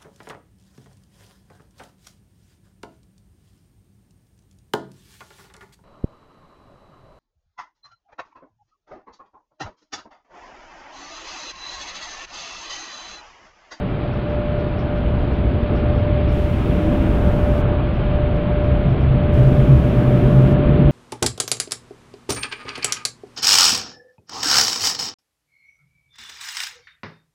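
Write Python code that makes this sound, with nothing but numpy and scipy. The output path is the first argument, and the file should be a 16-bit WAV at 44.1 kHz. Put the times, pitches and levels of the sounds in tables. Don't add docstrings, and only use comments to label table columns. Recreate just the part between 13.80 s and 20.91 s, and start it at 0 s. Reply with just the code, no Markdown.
import sys
import numpy as np
from scipy import signal
from scipy.fft import rfft, irfft, next_fast_len
from scipy.io import wavfile
from scipy.ndimage import uniform_filter1d, map_coordinates

SR = 44100
rng = np.random.default_rng(int(sys.argv[2]) if len(sys.argv) > 2 else 0)


def transcribe(u):
    v = np.clip(np.atleast_2d(u).T, -1, 1)
    q = np.round(v * 32767).astype(np.int16)
    wavfile.write(sys.argv[1], SR, q)


N = 313551

# multiple, relative_db
BLADE_PARTIALS = [(1, 1), (3, -28.5)]
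# centre_s, half_width_s, depth_db
BLADE_NULLS = [(.12, 0.13, 11.5), (.33, 0.05, 9), (.42, .045, 6.5), (.96, 0.1, 5), (1.55, 0.43, 6.5),
               (2.55, 0.11, 3.5), (2.8, 0.12, 8.5), (3.33, 0.18, 3.5), (4.12, 0.16, 9.5), (4.57, 0.16, 2),
               (5.18, 0.13, 12.5), (6.06, 0.19, 3.5), (6.5, 0.2, 1.5)]
# centre_s, half_width_s, rise_db
OCTAVE_SWELLS = [(2.05, 0.36, 9), (3.86, 0.2, 10.5), (4.2, .12, 8), (4.6, .1, 5), (6.86, .15, 8)]
# pitch_hz, level_db
FAN_WHINES = [(1290, -56), (1421, -53.5), (2130, -62), (2368, -62)]

# time_s, level_db
BUFFET_LEVELS = [(0, -27), (.95, -24), (1.35, -19.5), (2.05, -19.5), (2.45, -17.7), (2.95, -20),
                 (3.45, -17), (3.9, -18), (4.1, -21), (4.35, -19), (4.8, -20), (5.3, -17.5), (5.6, -17.7),
                 (6.3, -20), (7.11, -17.5)]
# time_s, relative_db
ROAR_LEVELS = [(0, -28.5), (.95, -29), (1.6, -25.5), (2.1, -24.5), (2.25, -26.3), (2.72, -26),
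               (3.15, -23.5), (4, -26.5), (4.45, -27.5), (5.15, -26), (5.9, -20), (6.07, -21),
               (6.62, -19.5), (7.11, -18)]
JET_LEVELS = [(0, -35.5), (.9, -35), (1.75, -35), (1.95, -34), (2.7, -34.5), (3.35, -31.5), (3.85, -31.5),
              (4.1, -34.5), (4.9, -33), (5.1, -34), (5.5, -33), (6.7, -31.5), (7.11, -32.5)]
# centre_hz, half_width_hz, gain_db
CABIN_MODES = [(106, 9.1, -12.5), (124.6, 8.7, 2.5), (144.3, 7, -4.5), (179.6, 8.6, 0)]

# frequency_hz, density_db
BUFFET_SPECTRUM = [(5, -21), (14, -4), (26, -2), (46, 3.5), (59, 8), (78, 4), (90, 2.5), (105, 1),
                   (130, -4.5), (200, -29.5), (320, -83)]
ROAR_SPECTRUM = [(90, -26.5), (140, -3), (180, -0.5), (210, -1), (238, 0.5), (280, -4.5), (335, -3),
                 (420, -7.5), (510, -15.5), (700, -24.5), (1400, -78)]
JET_SPECTRUM = [(300, -6), (520, 2), (640, 3), (740, 0.5), (900, -4.5), (1100, -5.5), (1400, -8),
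                (1650, -9.5), (1900, -18), (3500, -108)]
SPRAY_SPECTRUM = [(900, -8.5), (1600, -6), (2000, 5), (2450, 4.5), (2800, 2.5), (3200, 1), (3700, -5),
                  (4300, -12), (4900, -21.5), (5500, -43), (6800, -53), (15000, -64.5)]
RINSE_SPECTRUM = [(2000, -10.5), (3700, 9.5), (4700, 4), (5600, -17), (6500, -26), (9000, -43.5)]

# start_s, relative_db
TICKS = [(.075, -69), (.325, -57), (.485, -56), (.785, -57), (.982, -49), (1.157, -59), (1.527, -57),
         (1.952, -51), (2.152, -56), (2.43, -63), (2.478, -49), (2.645, -58), (4.133, -56), (4.547, -59),
         (4.83, -57), (5.087, -55), (5.202, -55)]
# frequency_hz, density_db
TICK_SPECTRUM = [(2500, -12), (4200, 2), (5500, 5), (6100, -8), (7500, -26), (10000, -50.5)]
PATTER_SPECTRUM = [(2500, -12), (4000, 0), (5000, 0), (5500, -10), (6200, -35), (9000, -60)]
# centre_s, relative_db
GUSTS = [(1.27, -22), (1.67, -19), (3.48, -12), (4.18, -19.5), (4.919, -15), (5.28, -18.5), (5.55, -14.5),
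         (5.98, -14), (6.88, -15.5)]
# start_s, end_s, level_db
HISS_SPELLS = [(2.503, 3.827, -57), (5.52, 6.75, -56.5)]
# frequency_hz, density_db
HISS_SPECTRUM = [(3000, -20), (4400, 6), (5300, 6), (6500, 2), (8000, 0), (12000, -1), (15800, -2.5)]
# centre_hz, half_width_hz, gain_db
ROOF_MODES = [(135, 20, -2), (202, 16, -4.5), (264, 9, 4.5), (316, 12, 4.5)]
# start_s, length_s, relative_db, pitch_hz
THROBS = [(5.05, .1, -14.5, 135), (5.209, 0.072, -21.5, 134), (5.293, 0.059, -15, 133.1),
          (5.412, 0.072, -20.5, 124.6), (5.581, 0.038, -6.5, 126.8), (5.633, 0.068, -12, 132.3),
          (5.776, 0.061, -11, 135), (5.895, 0.062, -5.5, 133.4), (6.157, 0.055, -15, 127.7),
          (6.249, 0.13, -15.5, 122.7), (6.43, 0.07, -11.5, 133.8), (6.534, .15, -10.5, 131),
          (6.703, 0.042, -15, 137.7), (6.887, .05, -14.5, 139.7), (6.998, 0.1, -15, 137)]

TIME_S = np.arange(N) / SR


def amp(db):
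    return 10 ** (np.asarray(db) / 20)


def unit(x):
    return x / np.sqrt(np.mean(x ** 2) + 1e-20)


def curve(points):
    return np.interp(TIME_S, *np.transpose(points))


def passing(centre_s, half_width_s):
    return np.exp(-((TIME_S - centre_s) / half_width_s) ** 2)


def wobble(per_s):
    knots = rng.standard_normal(int(N * per_s / SR) + 4)
    return map_coordinates(knots, [TIME_S * per_s])


def filtered(x, response):
    size = next_fast_len(N + SR // 2)
    return irfft(rfft(x, size) * response(np.fft.rfftfreq(size, 1 / SR)), size)[:N]


def coloured(x, spectrum):
    points_hz, db = np.transpose(spectrum)
    return unit(filtered(x, lambda hz: amp(np.interp(np.log(hz + 1), np.log(points_hz), db))))


def noise(spectrum):
    return coloured(rng.standard_normal(N), spectrum)


def drops(spectrum, per_s=900):
    hits = rng.random(N) < per_s / SR
    return coloured(hits * rng.uniform(-1.1, 1, N), spectrum)


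def ringing(modes):
    response = lambda hz: sum(amp(db) / (1 + ((hz - centre) / half) ** 2) for centre, half, db in modes)
    return unit(filtered(rng.standard_normal(N), response))


def steadied(x, seconds):
    return x / np.sqrt(np.abs(uniform_filter1d(x ** 2, int(seconds * SR))) + 1e-9)


def phase_of(hz):
    return 2 * np.pi * np.cumsum(hz) / SR


def scattered(phase, per_s):
    return unit(wobble(per_s) * np.sin(phase) + wobble(per_s) * np.cos(phase))


def blower(blade_hz=592.55, rise_db_per_s=0.22, flutter_db=0.8, echo_db=-29):
    dips_db = sum(depth * passing(s, half) for s, half, depth in BLADE_NULLS)
    note_db = -28 + rise_db_per_s * TIME_S - dips_db + flutter_db * wobble(18)
    octave_db = -57 + sum(rise * passing(s, half) for s, half, rise in OCTAVE_SWELLS)
    phase = phase_of(blade_hz + 0.29 * wobble(1.963))
    partial = lambda k: np.sqrt(2) * np.sin(k * phase) + amp(echo_db) * scattered(k * phase, per_s=34)
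    note = sum(amp(db) * partial(k) for k, db in BLADE_PARTIALS)
    return amp(note_db) * note + amp(octave_db) * partial(2)


def fans():
    return sum(amp(db) * scattered(2 * np.pi * hz * TIME_S, per_s=12) for hz, db in FAN_WHINES)


def buffeting(gust_db=0.8):
    level_db = curve(BUFFET_LEVELS) + gust_db * wobble(6.8)
    return amp(level_db) * steadied(noise(BUFFET_SPECTRUM), seconds=0.14)


def cabin_rumble(start_db=-28, rise_db_per_s=1.07):
    return amp(start_db + rise_db_per_s * TIME_S) * steadied(ringing(CABIN_MODES), seconds=0.23)


def air_roar(gain_db=1.0):
    level_db = curve(ROAR_LEVELS) + gain_db + 0.72 * wobble(11)
    return amp(level_db) * steadied(noise(ROAR_SPECTRUM), seconds=0.12)


def jets(gain_db=2.5):
    return amp(curve(JET_LEVELS) + gain_db + 0.2 * wobble(11)) * noise(JET_SPECTRUM)


def spray(start_db=-44.5, rise_db_per_s=0.5, drops_db=-8):
    curtain_db = 1.6 * passing(2.76, 0.65)
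    level_db = start_db + rise_db_per_s * TIME_S + curtain_db + 0.22 * wobble(8.2)
    return amp(level_db) * unit(noise(SPRAY_SPECTRUM) + amp(drops_db) * drops(SPRAY_SPECTRUM))


def rinse(start_db=-61.5, clear_s=2.8, fade_db_per_s=18, burst_db=3.5):
    level_db = start_db - fade_db_per_s * np.maximum(TIME_S - clear_s, 0)
    return amp(level_db + burst_db * np.tanh(wobble(20))) * drops(RINSE_SPECTRUM)


def high_ticks(attack_s=0.011, decay_s=0.024, patter_per_s=18, spread_db=1.8):
    pulse = lambda age: (1 - np.exp(-age / attack_s)) * np.exp(-age / decay_s)
    ticks = sum(amp(db) * pulse(np.maximum(TIME_S - start, 0)) for start, db in TICKS)
    onsets = rng.random(N) < patter_per_s / SR
    impulses = onsets * amp(-61.5 + spread_db * rng.standard_normal(N))
    patter_power = signal.fftconvolve(impulses ** 2, pulse(TIME_S[:SR // 2]) ** 2)[:N]
    return ticks * noise(TICK_SPECTRUM) + np.sqrt(np.abs(patter_power)) * noise(PATTER_SPECTRUM)


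def gust_thumps(body_hz=65.9, half_width_s=0.029, gain_db=0.5):
    swing = lambda: np.sqrt(2) * np.sin(2 * np.pi * (body_hz * TIME_S + rng.random()))
    return sum(amp(db + gain_db) * passing(s, half_width_s) * swing() for s, db in GUSTS)


def thin_hiss(fade_s=0.02):
    gate = lambda start, end: np.clip(np.minimum(TIME_S - start, end - TIME_S) / fade_s, 0, 1)
    return sum(amp(db) * gate(start, end) for start, end, db in HISS_SPELLS) * noise(HISS_SPECTRUM)


def roof_drumming(centre_s=3.13, half_width_s=0.23, level_db=-22):
    return amp(level_db) * passing(centre_s, half_width_s) * steadied(ringing(ROOF_MODES), seconds=0.14)


def cabin_boom(attack_s=0.03, release_s=0.04, drone_rise_s=0.8, waver_hz=2.4, rough_db=-15, gain_db=-1):
    ramp = lambda u: np.clip(u + 0.5, 0, 1)
    throbs = sum(amp(db) * ramp((TIME_S - start) / attack_s) * ramp((start + length - TIME_S) / release_s)
                 for start, length, db, _ in THROBS)
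    drone = amp(-22.5) * ramp((TIME_S - THROBS[0][0]) / drone_rise_s)
    pitch_hz = curve([(start + length / 2, hz) for start, length, _, hz in THROBS])
    phase = phase_of(pitch_hz + waver_hz * wobble(22))
    tone = np.sqrt(2) * np.sin(phase) + amp(rough_db) * scattered(phase, per_s=44)
    return amp(gain_db) * np.hypot(throbs, drone) * tone


def scene():
    machines = blower() + fans()
    air = buffeting() + cabin_rumble() + air_roar()
    water = jets() + spray() + rinse()
    events = high_ticks() + gust_thumps() + thin_hiss() + roof_drumming() + cabin_boom()
    return (machines + air + water + events)[None]


def record(dry, ceiling=0.96, top_hz=15800):
    rounded = dry / (1 + np.abs(dry / ceiling) ** 10) ** (1 / 10)
    return signal.sosfilt(signal.ellip(10, 0.1, 90, top_hz, fs=SR, output="sos"), rounded)


dry = scene()
out = record(dry)
transcribe(out)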